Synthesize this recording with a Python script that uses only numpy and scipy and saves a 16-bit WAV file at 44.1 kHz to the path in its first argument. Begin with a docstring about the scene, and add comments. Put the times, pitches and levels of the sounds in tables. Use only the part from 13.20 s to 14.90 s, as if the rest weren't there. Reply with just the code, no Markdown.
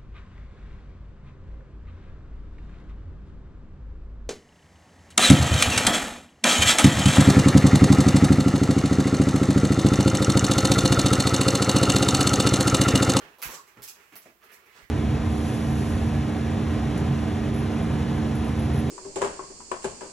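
"""At an inflatable pool between reflecting walls, muddy hands shift their grip on a wet board.
Films of mud smack and crackle as they part, and one pocket of air rings with a squelch.
The board knocks dully and rubs along in tiny slips, hissing as it slides, squeaking where skin grips.
Underneath lies a faint bed of air, with small low puffs on the right."""
import sys
import numpy as np
from scipy import signal
from scipy.fft import rfft, irfft
from scipy.io import wavfile

SR = 44100
rng = np.random.default_rng(int(sys.argv[2]) if len(sys.argv) > 2 else 0)


def dump_mix(stems):
    """Bounce the given channels to the path in sys.argv[1] as a 16-bit WAV at rate SR."""
    frames = np.atleast_2d(stems).T  # one column per channel
    limited = np.clip(frames, -1, 1)  # hard clip at full scale
    pcm = np.round(limited * 32767).astype(np.int16)
    wavfile.write(sys.argv[1], SR, pcm)


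N = 74970
T = np.arange(N) / SR
HZ = np.fft.rfftfreq(N, 1 / SR)


def amp(db):
    """Decibels to gain."""
    return 10 ** (np.asarray(db) / 20)


def unit_rms(x):
    """Scales to rms 1."""
    return x / np.sqrt(np.mean(x ** 2) + 1e-20)


def unit_energy(x):
    """Scales each channel to energy 1."""
    return x / np.sqrt(np.sum(x ** 2, -1, keepdims=True) + 1e-20)


def curve_at(points, hz):
    """Reads a curve on a log-frequency axis."""
    f, value = np.transpose(points)
    return np.interp(np.log(hz + 1), np.log(f + 1), value)


def add(mix, start_s, sound):
    """Mixes a sound in at its cue."""
    part = mix[max(round(start_s * SR), 0):][:len(sound)]
    part += sound[:len(part)]


def colour(x, eq, size=4096):
    """Minimum-phase EQ of unit energy: the curve sets the tone only."""
    log_gain = np.log(amp(curve_at(eq, abs(np.fft.fftfreq(size, 1 / SR)))))
    taps = np.fft.ifft(np.exp(np.conj(signal.hilbert(log_gain)))).real[:size // 2]
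    return signal.oaconvolve(x, unit_energy(taps))[:len(x)]


def grains(n, per_s, spread_db):
    """Random clicks of uneven size, rms 1."""
    size = amp(spread_db * np.minimum(rng.exponential(1, n), 4))
    return unit_rms(size * rng.choice([-1., 1.], n) * (rng.random(n) < per_s / SR))


def burst(decay_s, snap):
    """A snap, then a dying cloud of clicks; snap is the attack's share of the energy."""
    t = np.arange(SR // 5) / SR
    crackle = grains(len(t), per_s=3500, spread_db=2)
    cloud = unit_energy(crackle * (1 + t / decay_s) * np.exp(-t / decay_s))
    energy = 0.0071 * SR  # as much as 7.1 ms at rms 1
    return np.sqrt(energy) * (np.sqrt(snap) * (t == 0) + np.sqrt(1 - snap) * cloud)


# Stereo image of the space: f/Hz, left-right correlation
CORRELATION = [(60, 1), (200, 0.92), (600, 0.73), (1400, -0.26), (3000, -0.037), (8000, -0.11)]
def diffuse(pair):
    """Pulls two unrelated channels together in the bass and leaves the top wide."""
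    left, other = rfft(pair, N)
    same = curve_at(CORRELATION, HZ)
    return irfft(np.array([left, same * left + np.sqrt(1 - same ** 2) * other]), N)


# Ring-out of the walls: f/Hz, t60/s
WALL_DECAY = [(100, 0.36), (500, 0.27), (2000, .28), (6000, 0.28), (15000, 0.23)]
def wall_tail(build_s=0.0047, near_db=5.5, near_s=0.012, echoes_per_s=6000):
    """Dense reflections build quickly and die band by band; near surfaces lift the first ones."""
    envelope = (1 - np.exp(-(T / build_s) ** 2)) * amp(near_db * np.exp(-(T / near_s) ** 2))
    echoes = rng.standard_normal((2, N)) * (rng.random((2, N)) < echoes_per_s / SR) * envelope
    hz, t, bands = signal.stft(echoes, SR, nperseg=256)
    decay = amp(-60 * t / curve_at(WALL_DECAY, hz)[:, None])
    _, tail = signal.istft(bands * decay, SR, nperseg=256)
    return unit_energy(diffuse(tail[:, :N]))


def walls(x, wet, direct=0.43, paths=3, crossfade_hz=11):
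    """Direct sound plus reflections, whose paths crossfade as the contact point moves."""
    reflections = np.zeros((2, N))
    for k in range(paths):
        send = np.sqrt(2 / paths) * np.cos(2 * np.pi * crossfade_hz * T + np.pi * k / paths)
        reflections += signal.fftconvolve((x * send)[None], wall_tail(), axes=1)[:, :N]
    return direct * x + wet * reflections


# Tone of the background air: f/Hz, level/dB
AIR_EQ = [(20, -17), (60, 3), (120, -7.5), (260, -9.5), (380, -4), (650, -15), (1200, -4), (2000, -10),
          (4000, -17.5), (9000, -18), (16000, -10)]
def air_bed():
    """A faint, steady wash of noise with a low rumble."""
    noise = rng.standard_normal((2, N))
    return amp(-63.5) * diffuse(np.array([colour(side, AIR_EQ) for side in noise]))


# Puff cues: t/s, length/s, level/dB
PUFF_CUES = [(0.011, 0.051, -57), (0.254, .055, -45.5), (0.586, 0.049, -67), (1.622, 0.045, -58)]
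def air_puffs(start_hz=72.4, sag=0.59, roughness=0.9, left_db=-21):
    """Short flutters of air, falling in pitch and roughened by eddies, mostly on the right."""
    out = np.zeros(N)
    band = signal.butter(2, [start_hz / 2, start_hz * 2], "band", fs=SR, output="sos")
    for start_s, length_s, db in PUFF_CUES:
        progress = np.arange(0, 1, 1 / (length_s * SR))
        flutter = np.sqrt(2) * np.sin(2 * np.pi * np.cumsum(start_hz * (1 - sag * progress)) / SR)
        eddies = unit_rms(signal.sosfilt(band, rng.standard_normal(SR)))[-len(progress):]
        swell = np.sin(np.pi * progress ** 0.77)
        add(out, start_s, amp(db) * swell * (flutter + roughness * eddies))
    return np.array([amp(left_db) * out, out])


def friction(envelope, eq):
    """Thousands of tiny slips a second blur into a grainy rub."""
    return colour(grains(N, per_s=5000, spread_db=5.5) * envelope, eq)


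def swells(cues):
    """An envelope with one bell-shaped swell per cue."""
    return sum(amp(db) * np.exp(-.5 * ((T - peak_s) / half_s) ** 2) for peak_s, half_s, db in cues)


# Fader ride of the rub: t/s, level/dB
RUB_RIDE = [(0, -46), (0.08, -55), (0.13, -57), (0.2, -63.5), (0.44, -61), (0.54, -60.5), (0.59, -54),
            (0.73, -60), (0.77, -55), (0.9, -68), (0.93, -51.5), (1.0, -65), (1.08, -56), (1.12, -72.5),
            (1.19, -71), (1.23, -50.5), (1.27, -58.5), (1.32, -59), (1.42, -60), (1.5, -60), (1.56, -53.5),
            (1.6, -59), (1.66, -81), (1.7, -55)]
# Slide and squeak cues: peak t/s, half length/s, level/dB
SLIDE_CUES = [(0.04, .06, -63.5), (1.576, 0.035, -53.5)]
SQUEAK_CUES = [(1.3, 0.012, -53.5), (1.355, 0.038, -59.5), (1.497, 0.015, -55), (1.615, 0.022, -53)]
# Tone of the rub, the hissy slide and the nasal squeak: f/Hz, level/dB
RUB_EQ = [(60, -20), (200, -9.5), (290, -8.5), (380, 2), (560, -5), (800, -2.5), (1150, -1), (1500, 0),
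          (2100, -2.5), (2700, -3.5), (3600, -12), (6000, -17.5), (9000, -25), (13000, -21), (16000, -32.5)]
SLIDE_EQ = [(100, -11), (400, -10), (1200, -2.5), (3000, -6.5), (5500, -9), (8000, -12), (10000, -22),
            (16000, -22)]
SQUEAK_EQ = [(400, -43), (1400, -13.5), (1750, -5.5), (2200, -3.5), (2650, -14), (5000, -30)]
def board_rubbing():
    """Hands rub the wet board, with a hiss where it slides and a rough squeak where skin grips."""
    rub = friction(amp(np.interp(T, *np.transpose(RUB_RIDE))), RUB_EQ)
    slides = friction(swells(SLIDE_CUES), SLIDE_EQ)
    squeaks = friction(swells(SQUEAK_CUES), SQUEAK_EQ)
    return rub + slides + squeaks


# Knock cues: t/s, relative level/dB, scuff decay/s, pitch ratio
KNOCK_CUES = [(0.015, -56, 0.0038, 0.78), (0.048, -47, 0.015, 1.38), (0.185, -47, 0.045, 1.8),
              (0.252, -48, 0.012, 0.62), (0.288, -40.5, 0.011, 1.58), (0.332, -42.5, 0.0071, 1.58),
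              (0.569, -44.5, 0.012, 0.59), (0.922, -53, 0.012, 0.67), (0.954, -51, 0.0059, 2.1),
              (1.057, -44.5, .0065, 1.02), (1.316, -53.5, 0.0079, 0.82), (1.583, -53, 0.012, 0.73)]
# Dull body of the board at pitch ratio 1: f/Hz, level/dB
KNOCK_EQ = [(40, -65), (100, -9.5), (170, -5.5), (300, 0), (470, -2.5), (650, -0.5), (1200, -16.5),
            (2300, -8.5), (4000, -47), (12000, -103)]
def board_knocks():
    """The board bumps and scuffs against something soft, duller or brighter with the spot."""
    out = np.zeros(N)
    for start_s, db, decay_s, pitch in KNOCK_CUES:
        body = [(hz * pitch, level) for hz, level in KNOCK_EQ]
        add(out, start_s, amp(db) * colour(burst(decay_s, snap=0.078), body))
    return out


# Pitch and fader ride of the squelch: t/s, f/Hz, level/dB
SQUELCH_RIDE = [(0.286, 950, -82), (0.293, 1002, -42), (0.318, 1077, -40.5), (0.338, 1110, -50.5),
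                (0.365, 1086, -41.5), (0.39, 1150, -46), (0.404, 1100, -47), (0.418, 1080, -69)]
def pocket_squelch(width_hz=270):
    """Clicks ring a pocket of air whose pitch creeps upward."""
    times, hz, db = np.transpose(SQUELCH_RIDE)
    clicks = grains(N, per_s=1500, spread_db=3.3)
    # A gliding resonance: shift down by the pitch, low-pass, shift back up.
    carrier = np.exp(2j * np.pi * np.cumsum(np.interp(T, times, hz)) / SR)
    pole = np.exp(-np.pi * width_hz / SR)
    ring = carrier * signal.lfilter([(1 - pole) ** 2], [1, -2 * pole, pole ** 2], clicks / carrier)
    gate = (T > times[0]) * (T < times[-1])
    return unit_rms(ring.real) * amp(np.interp(T, times, db)) * gate


# Mud cues: t/s, crackle decay/s, snap share, smack level/dB, spray level/dB, fizz level/dB
MUD_CUES = [(0.1855, 0.0023, 0.5, -70, -59.5, -50.5), (0.195, 0.015, 0.1, -74, -53, -52),
            (0.2189, 0.0041, 0.4, -38, -40.5, -33), (0.2251, 0.0023, 0.06, -28, -36, -27.5),
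            (0.232, 0.019, 0.06, -30, -32.5, -31.5), (0.246, 0.014, 0, -34, -49, -36),
            (0.302, 0.027, 0.14, -36, -37, -37), (0.337, 0.0039, 0.74, -43.5, -42, -47),
            (0.34, 0.0073, 0, -41, -36.5, -56), (0.472, 0.018, 0.18, -48.5, -54, -54.5),
            (0.572, 0.0049, 0.2, -49.5, -60.5, -83), (0.621, 0.0025, 0.07, -44, -44.5, -41),
            (0.6302, 0.012, 0.23, -42, -37, -34.5), (0.6781, 0.0043, .55, -56, -39.5, -38.5),
            (0.685, 0.0064, 0.05, -47.5, -39, -37.5), (0.8, 0.09, .05, -46.5, -54, -55),
            (0.923, 0.011, .03, -47, -57, -55), (0.9565, 0.00075, 0.62, -64, -49.5, -40.5),
            (0.964, 0.0057, .15, -45.5, -51.5, -39), (1.02, 0.036, 0.34, -90, -51, -54.5),
            (1.24, 0.007, 0.06, -63, -59, -53.5), (1.318, 0.0035, 0.13, -49, -56.5, -48.5),
            (1.329, 0.011, 0, -53.5, -49.5, -47), (1.459, 0.0027, 0, -53.5, -64, -58.5)]
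# The three colours of parting mud: f/Hz, level/dB
SMACK_EQ = [(100, -30), (500, -19), (1100, -7), (1650, -2.5), (2300, 1), (2750, -3), (3600, -16.5),
            (8000, -60)]
SPRAY_EQ = [(500, -40.5), (2500, 2), (3800, -5), (5300, 0), (7800, 2), (9500, -10.5), (16000, -55.5)]
FIZZ_EQ = [(1000, -33), (5000, -11), (9000, -18.5), (11000, -2), (12800, -1), (15500, -4.5), (17000, -3.5)]
def mud_smacks():
    """Films of mud tear; each tear feeds a hollow smack, a bright spray and a fine fizz."""
    smack, spray, fizz = np.zeros((3, N))
    for start_s, decay_s, snap, *levels_db in MUD_CUES:
        tear = burst(decay_s, snap)
        for layer, db in zip((smack, spray, fizz), levels_db):
            add(layer, start_s, amp(db) * tear)
    return colour(smack, SMACK_EQ) + colour(spray, SPRAY_EQ) + colour(fizz, FIZZ_EQ)


# Pan by band: f/Hz, left minus right level/dB
PAN = [(50, -25), (110, -6), (220, -1.5), (700, -0.5), (1300, -4), (2300, -12.5), (4400, -4), (8000, -5.5),
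       (11000, -1.5), (15000, -6.5)]
def scene():
    """Mud and board between the walls, leaning right over the air bed; the puffs stay dry."""
    mix = walls(mud_smacks(), wet=0.8)
    mix += amp(5) * walls(board_knocks(), wet=0.43)
    mix += walls(board_rubbing(), wet=0.8)
    mix += walls(pocket_squelch(), wet=0.4)
    mix += air_bed()
    lean = amp(curve_at(PAN, HZ))
    pan = np.array([lean, np.ones_like(lean)]) * np.sqrt(2 / (1 + lean ** 2))  # constant power
    return irfft(rfft(mix) * pan, N) + air_puffs()


def record(dry, cutoff_hz=16000):
    """A steep high cut on the master."""
    lowpass = signal.firwin(511, cutoff_hz, window=("kaiser", 9), fs=SR)
    return signal.oaconvolve(dry, lowpass[None], "same")


dry = scene()
out = record(dry)
dump_mix(out)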